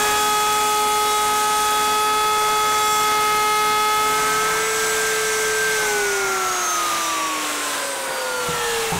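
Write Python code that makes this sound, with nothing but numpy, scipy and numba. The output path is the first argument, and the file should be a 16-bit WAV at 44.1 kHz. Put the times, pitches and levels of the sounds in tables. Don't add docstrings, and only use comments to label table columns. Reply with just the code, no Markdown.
import sys
import numpy as np
from scipy import signal
from scipy.fft import rfft, irfft, next_fast_len
from scipy.io import wavfile
from scipy.ndimage import uniform_filter1d
from numba import njit

SR = 44100
rng = np.random.default_rng(int(sys.argv[2]) if len(sys.argv) > 2 else 0)


def nominal_scale(level):
    x = np.asarray(level, float) / 20
    return 10 ** x


def dump_mix(stems):
    frames = np.atleast_2d(stems).T
    limited = np.clip(frames, -1, 1)
    pcm = np.round(limited * 32767).astype(np.int16)
    wavfile.write(sys.argv[1], SR, pcm)


N = 396439
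TIME_S = np.arange(N) / SR
CUT_EASES_S, OUT_OF_WOOD_S, FREE_S, SWITCH_OFF_S, LIFT_OFF_S = 3.93, 4.52, 4.96, 5.741, 6.32


def curves(table):
    time_s, *columns = np.transpose(table)
    return [np.interp(TIME_S, time_s, column) for column in columns]


def walk(rate_hz):
    hold = int(SR / rate_hz)
    steps = np.repeat(rng.standard_normal(N // hold + 1), hold)
    slewed = uniform_filter1d(uniform_filter1d(steps, hold), hold)
    return 1.294 * slewed[:N]


def swell(start_s, end_s):
    progress = np.clip((TIME_S - start_s) / (end_s - start_s), 0, 1)
    return np.abs(np.sin(np.pi * progress))


def noise(shape):
    freq_hz, shape_db = np.transpose(shape)
    size = next_fast_len(N)
    bin_hz = np.arange(size // 2 + 1) * SR / size
    gain = nominal_scale(np.interp(np.log(bin_hz + 1), np.log(freq_hz), shape_db))
    x = irfft(rfft(rng.standard_normal(size)) * gain, size)[:N]
    return x / np.std(x)


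@njit
def band(x, center_hz, width):
    y, b, l = np.empty(len(x)), 0., 0.
    for i in range(len(x)):
        g = np.tan(np.pi * center_hz[i] / SR)
        v = (b + g * (x[i] - l)) / (1 + g * (g + width))
        b, l, y[i] = 2 * v - b, l + 2 * g * v, width * v
    return y


def hiss(center_hz, width):
    once = band(rng.standard_normal(N), center_hz, width)
    twice = band(once, center_hz, width)
    return twice / np.std(twice)


# time_s, speed_hz
SPEED = [(0, 420.4), (.6, 422.6), (1.2, 422), (1.5, 423.6), (1.8, 423.6), (2.1, 426.3), (3, 425.3),
         (3.3, 424), (3.6, 424.7), (3.9, 425.5), (4.35, 430), (4.65, 438.8), (4.8, 439.2), (5.4, 434.6),
         (5.74, 434)]


def shaft_hz():
    equal_drag_hz, drag_per_s = 283.2, .1028
    driven_hz, = curves(SPEED)
    off_s = np.maximum(TIME_S - SWITCH_OFF_S, 0)
    return equal_drag_hz * np.tan(np.arctan(driven_hz / equal_drag_hz) - drag_per_s * off_s)


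PARTIAL_STAGES = {"unbalance": (-32, -30, -27.5, -32.5, -56.5), "flutes": (-25, -25.5, -47, -34.5, -47),
                  "fan": (-38, -48, -44, -44, -49), "balls": (-40.5, -39, -28.5, -27, -38.5),
                  "balls+2": (-45, -53, -48, -50.5, -45.5), "balls+4": (-55, -53, -55, -58, -55.5),
                  "balls+1": (-52, -52, -48, -51, -49), "x3": (-24, -22, -34, -39.5, -56),
                  "x4": (-39.5, -36, -40, -44, -52.5), "x5": (-43, -36.5, -37, -47, -58),
                  "x6": (-31, -39.5, -52, -49, -57), "x8": (-33, -35, -49, -56, -60)}
AIR_STAGES = {"rumble": (-46, -46, -46, -45.5, -49), "roar": (-29, -32.5, -28, -27, -28),
              "fizz": (-34, -35, -31, -30, -31), "vent": (-28, -33.5, -28.5, -30, -35.5)}
RESONATING = {"unbalance": [(-.3, .3, 5.5), (.6, 1.3, 1.5), (5.2, 5.8, 2), (5.8, 6.55, 6), (7, 8, 6.5)],
              "flutes": [(1.3, 1.7, 2), (6.1, 6.8, 4), (.7, 1.1, 2), (5.7, 6.1, 12.5), (7.2, 7.85, -4),
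              (7.5, 9.4, 15.5), (8.6, 8.97, 7)], "fan": [(2.6, 3.25, 11), (3.95, 4.3, 7), (4.35, 5.2, 13),
              (5.3, 6.2, 5), (6.35, 6.95, 17), (6.9, 7.45, 11), (7.9, 8.7, 6)], "balls": [(-.3, .9, 3),
              (1.3, 2, 4), (4, 4.7, 5), (5.35, 6.15, 4.5), (6.2, 6.6, 4), (6.5, 7.2, 6), (7, 7.4, 5),
              (8.5, 8.95, 3.5)], "balls+2": [(.2, 1.5, 7), (3, 4.1, 5), (5.8, 6.6, 12), (7, 7.4, 9),
              (7.5, 8.2, 12.5), (8, 8.85, 17.5)], "balls+4": [(5.8, 6.2, 10), (8.4, 8.9, 24.5)],
              "balls+1": [(4.5, 4.8, 12), (7.2, 7.9, 12), (8, 8.6, 9)]}
GRAIN = {"x3": [(-.3, .3, -4), (4.2, 4.6, 3), (2, 3.4, 1), (5.8, 6.35, -9), (6.25, 6.7, 8),
         (6.8, 7.6, 10.5), (8, 8.4, 12)], "x4": [(-.3, .3, 13), (.4, 1.5, -12), (6.25, 7, 11),
         (8, 9.1, 16)], "x5": [(.7, 1.6, 5), (2, 4.7, 7.5), (5.5, 6.4, 4.5)], "x6": [(.7, 1.9, -17),
         (1.5, 1.9, -8), (2.6, 3.6, -9), (3.8, 4.6, -10), (6.2, 6.6, 11)], "x8": [(.1, .4, 2),
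         (1.1, 1.7, -9), (2.1, 3.2, 0.5), (3.1, 3.8, -12), (3.9, 4.5, -9), (6.8, 7.2, 14)]}
SHADING = {"rumble": [(2.1, 2.7, 3), (8.2, 9.3, 12.5)], "roar": [(2.2, 3.6, 2), (4.35, 4.8, 2),
           (4.8, 5.7, -2), (5.75, 6.1, -2), (6.8, 7.1, 2), (7.8, 8.1, -2)], "fizz": [(1.9, 3.6, -0.5),
           (5.8, 6.5, -2), (6.6, 7.1, 2), (7.2, 7.8, 2), (7.8, 8.2, -2)], "vent": [(1.6, 2.4, -2.5),
           (2.2, 3.1, 1.5), (6.7, 7.4, 1.5), (8, 8.4, -3)]}


def layer_db(name):
    start_db, easing_db, free_db, lifted_db, last_db = (PARTIAL_STAGES | AIR_STAGES)[name]
    stages = [(0, start_db), (CUT_EASES_S, easing_db), (FREE_S, free_db), (SWITCH_OFF_S, free_db),
              (LIFT_OFF_S, lifted_db), (N / SR, last_db)]
    total_db, = curves(stages)
    for start_s, end_s, swell_db in (RESONATING | GRAIN | SHADING)[name]:
        total_db = total_db + swell_db * swell(start_s, end_s)
    return total_db


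def line(turns, multiple, level_db, drift=0.11, jitter=0.061, flutter_db=0.44):
    lag_turns = .74 - .205 * multiple ** 2
    wander = drift * walk(1.51) + jitter * walk(40)
    phase = 2 * np.pi * (multiple * turns + lag_turns) + wander
    return np.sqrt(2) * nominal_scale(level_db + flutter_db * walk(14)) * np.sin(phase)


def treble_flecks():
    out, hold = 0, 1024
    for center_hz in 4700 * 1.194 ** np.arange(7):
        gate = np.repeat(rng.random(N // hold + 1) < .012, hold)[:N]
        edges = [(center_hz * .87, -90), (center_hz * 0.885, 0), (center_hz * 1.12, 0), (center_hz * 1.13, -90)]
        out = out + nominal_scale(-41) * noise(edges) * uniform_filter1d(1. * gate, hold)
    return out * np.array([[1], [-1]])


# start_s, peak_db, crack_db
KNOCKS = [
    (8.095, -38, -20),
    (8.485, -24, -12),
    (8.51, -38, -12),
    (8.535, -28, -12),
    (8.58, -36, -12),
    (8.921, -17, 6.5),
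    (8.945, -23, -8),
    (8.955, -17, -6),
    (8.98, -23, -8),
]
# pitch_hz, level_db, t60_s
BENCH_MODES = [(85.5, -9.5, 0.19), (163, 2.5, 0.11), (238, -9, 0.059), (383, 0, 0.044)]


def bench():
    out, t = np.zeros(N + SR), np.arange(SR // 2) / SR
    push = np.minimum(t / .003, 1)
    for start_s, peak_db, crack_db in KNOCKS:
        blow = nominal_scale(crack_db) * np.sin(2 * np.pi * 790 * t) * 1000 ** (-t / 0.041)
        for pitch_hz, level_db, t60_s in BENCH_MODES:
            gain = nominal_scale(level_db + 2 * rng.standard_normal())
            blow = blow + gain * np.sin(2 * np.pi * pitch_hz * t) * 1000 ** (-t / t60_s)
        first = int(start_s * SR)
        out[first:first + len(t)] += nominal_scale(peak_db) * push * blow
    return out[:N]


# start_s, end_s, first_hz, last_hz, level_db
HOLLOWS = [
    (4.2, 6.8, 2080, 2069, -38.5),
    (6.1, 6.9, 1394, 1270, -31.5),
    (6.65, 7.2, 3854, 3768, -35.5),
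    (7.3, 7.9, 1204, 1753, -38),
    (7.6, 8.3, 7910, 8710, -40),
    (8.55, 9.2, 8300, 8200, -46),
    (8.4, 8.9, 3400, 3150, -35),
    (8.86, 9.06, 750, 1106, -32),
]
# start_s, end_s, first_hz, last_hz, level_db
GAPS = [
    (6.8, 7.8, 2570, 2380, -32),
    (6.9, 9.06, 453, 520, -35.5),
]


def hollows():
    out = 0
    for table, width in ((HOLLOWS, .12), (GAPS, 0.5)):
        for start_s, end_s, first_hz, last_hz, level_db in table:
            center_hz = np.interp(TIME_S, (start_s, end_s), (first_hz, last_hz))
            gain = nominal_scale(level_db + 1.2 * walk(12))
            out = out + gain * swell(start_s, end_s) * hiss(center_hz, width)
    return out


# time_s, low_hz, high_hz, high_minus_low_db
VENT = [(0, 6500, 8140, 0), (2, 6400, 8400, -0.5), (4.2, 6270, 8000, -0.5), (5, 6075, 7790, 0.5),
        (6, 6130, 8160, -3.5), (6.8, 6257, 7653, -8), (7.3, 6080, 7300, 3), (7.7, 6050, 7940, 8),
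        (8.1, 6186, 8690, 9), (8.5, 7000, 8200, -3), (8.99, 7020, 8000, 0)]
# freq_hz, density_db_per_hz
ROAR = [(60, -32), (250, -12), (400, -8), (700, -2.5), (1200, 0), (1700, -3), (2300, -4.5), (3000, -22)]
# freq_hz, density_db_per_hz
FIZZ = [(1800, -22.5), (2500, -0.5), (3800, -0.5), (4500, -5), (9000, -6), (12000, -11.5), (15500, -22),
        (20000, -41)]


def air(turns):
    low_hz, high_hz, tilt_db = curves(VENT)
    vent = nominal_scale(-tilt_db / 2) * hiss(low_hz, 0.33) + nominal_scale(tilt_db / 2) * hiss(high_hz, 0.38)
    vent = vent * nominal_scale(layer_db("vent") - 4.5 + .9 * walk(14))
    rumble = noise([(20, -3), (200, -5), (400, -23)]) * nominal_scale(layer_db("rumble") - 5)
    roar = noise(ROAR) * nominal_scale(layer_db("roar") + 1.1 * walk(9))
    fizz = noise(FIZZ) * nominal_scale(layer_db("fizz") + 1.1 * walk(9))
    puff = 1 + 0.17 * np.sin(2 * np.pi * turns)
    return rumble + roar + puff * (fizz + vent)


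# start_s, end_s, multiple, level_db
PASSING = [
    (8, 9.6, 12, -39),
    (6.9, 7.4, 12, -41),
    (8.55, 8.87, 7.23, -34),
    (8.75, 9, 9.615, -42),
    (8.1, 9.1, 24, -45),
    (5.8, 6.5, 6.23, -44),
]


def bearing(turns, cutting):
    balls = 3.615
    out = cutting * line(turns, balls - 3, -48.5, jitter=.4, flutter_db=4)
    for extra, name in ((0, "balls"), (2, "balls+2"), (4, "balls+4"), (1, "balls+1")):
        out = out + line(turns, balls + extra, layer_db(name), jitter=0.099, flutter_db=1.5)
    for start_s, end_s, multiple, level_db in PASSING:
        out = out + swell(start_s, end_s) * line(turns, multiple, level_db, jitter=.15)
    return out


def rotor(turns):
    unbalance = line(turns, 1, layer_db("unbalance"), flutter_db=0.45)
    flutes = line(turns, 2, layer_db("flutes"))
    fan = line(turns, 18, layer_db("fan"), jitter=.8, flutter_db=3)
    return unbalance + flutes + fan


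# start_s, end_s, multiple, level_db
BITE = [(.2, 1.6, 7, -45), (3.7, 4.2, 7, -45), (1.9, 3.6, 9, -47), (-.5, .8, 12, -42), (-1.5, 2.1, 9, -42),
        (3.5, 3.8, 9, -41), (0, 1.6, 10, -43.5), (4.5, 5.1, 10, -50), (2.6, 4.1, 11, -47),
        (1.5, 4.3, 12, -45), (0, 3.6, 13, -39), (1.5, 4.3, 14, -48), (2.4, 3.3, 14, -42),
        (2, 3.76, 17, -43), (0.5, 1.8, 19, -46), (0.5, 2.3, 21, -43), (3, 4.4, 21, -47.5),
        (1.5, 3.6, 22, -42), (1.7, 2.4, 23, -42), (3, 4.4, 23, -44), (1.2, 1.6, 24, -46),
        (0.5, 1.4, 26, -41), (-0.5, 2.4, 30, -45), (2.3, 3.1, 27, -48), (2, 4.6, 29, -48),
        (3.5, 4.2, 31, -49), (.8, 1.8, 20, -46)]


def cutter(turns):
    out = 0
    for multiple in (3, 4, 5, 6, 8):
        overload_share_db = 5 if multiple == 6 else 0
        out = out + line(turns, multiple, layer_db("x" + str(multiple)) - overload_share_db)
    for start_s, end_s, multiple, level_db in BITE:
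        tooth = line(turns, multiple, level_db, drift=0.92, jitter=0.16, flutter_db=2.5)
        out = out + np.sqrt(swell(start_s, end_s)) * tooth
    return out


# time_s, level_db
NEARNESS = [(0, 8), (.9, 5), (1.8, 6.5), (2.7, 5.5), (3, 8.5), (4.3, 6.5), (4.62, 3.5), (4.85, 4), (5.6, 3),
            (5.95, 3), (6.4, 0.5), (8.2, -1.24), (8.8, 1.3)]


def scene():
    turns = np.cumsum(shaft_hz() * (1 + 0.000398 * walk(6))) / SR
    cutting = np.clip((OUT_OF_WOOD_S - TIME_S) / 0.26, 0, 1)
    tool = hollows() + air(turns) + bearing(turns, cutting) + rotor(turns) + cutter(turns)
    nearness_db, = curves(NEARNESS)
    return np.tile(nominal_scale(nearness_db) * tool + bench(), (2, 1))


def low_pass(x):
    return signal.sosfilt(signal.butter(12, 16920, fs=SR, output="sos"), x)


def record(dry):
    limit = nominal_scale(-17)
    flat = np.clip(dry, -limit, limit)
    flat = flat - uniform_filter1d(flat, SR // 8)
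    lowpass = signal.ellip(10, .2, 70, 15650, fs=SR, output="sos")
    mix = signal.sosfilt(lowpass, flat + treble_flecks())
    return low_pass(mix)


dry = scene()
out = record(dry)
dump_mix(out)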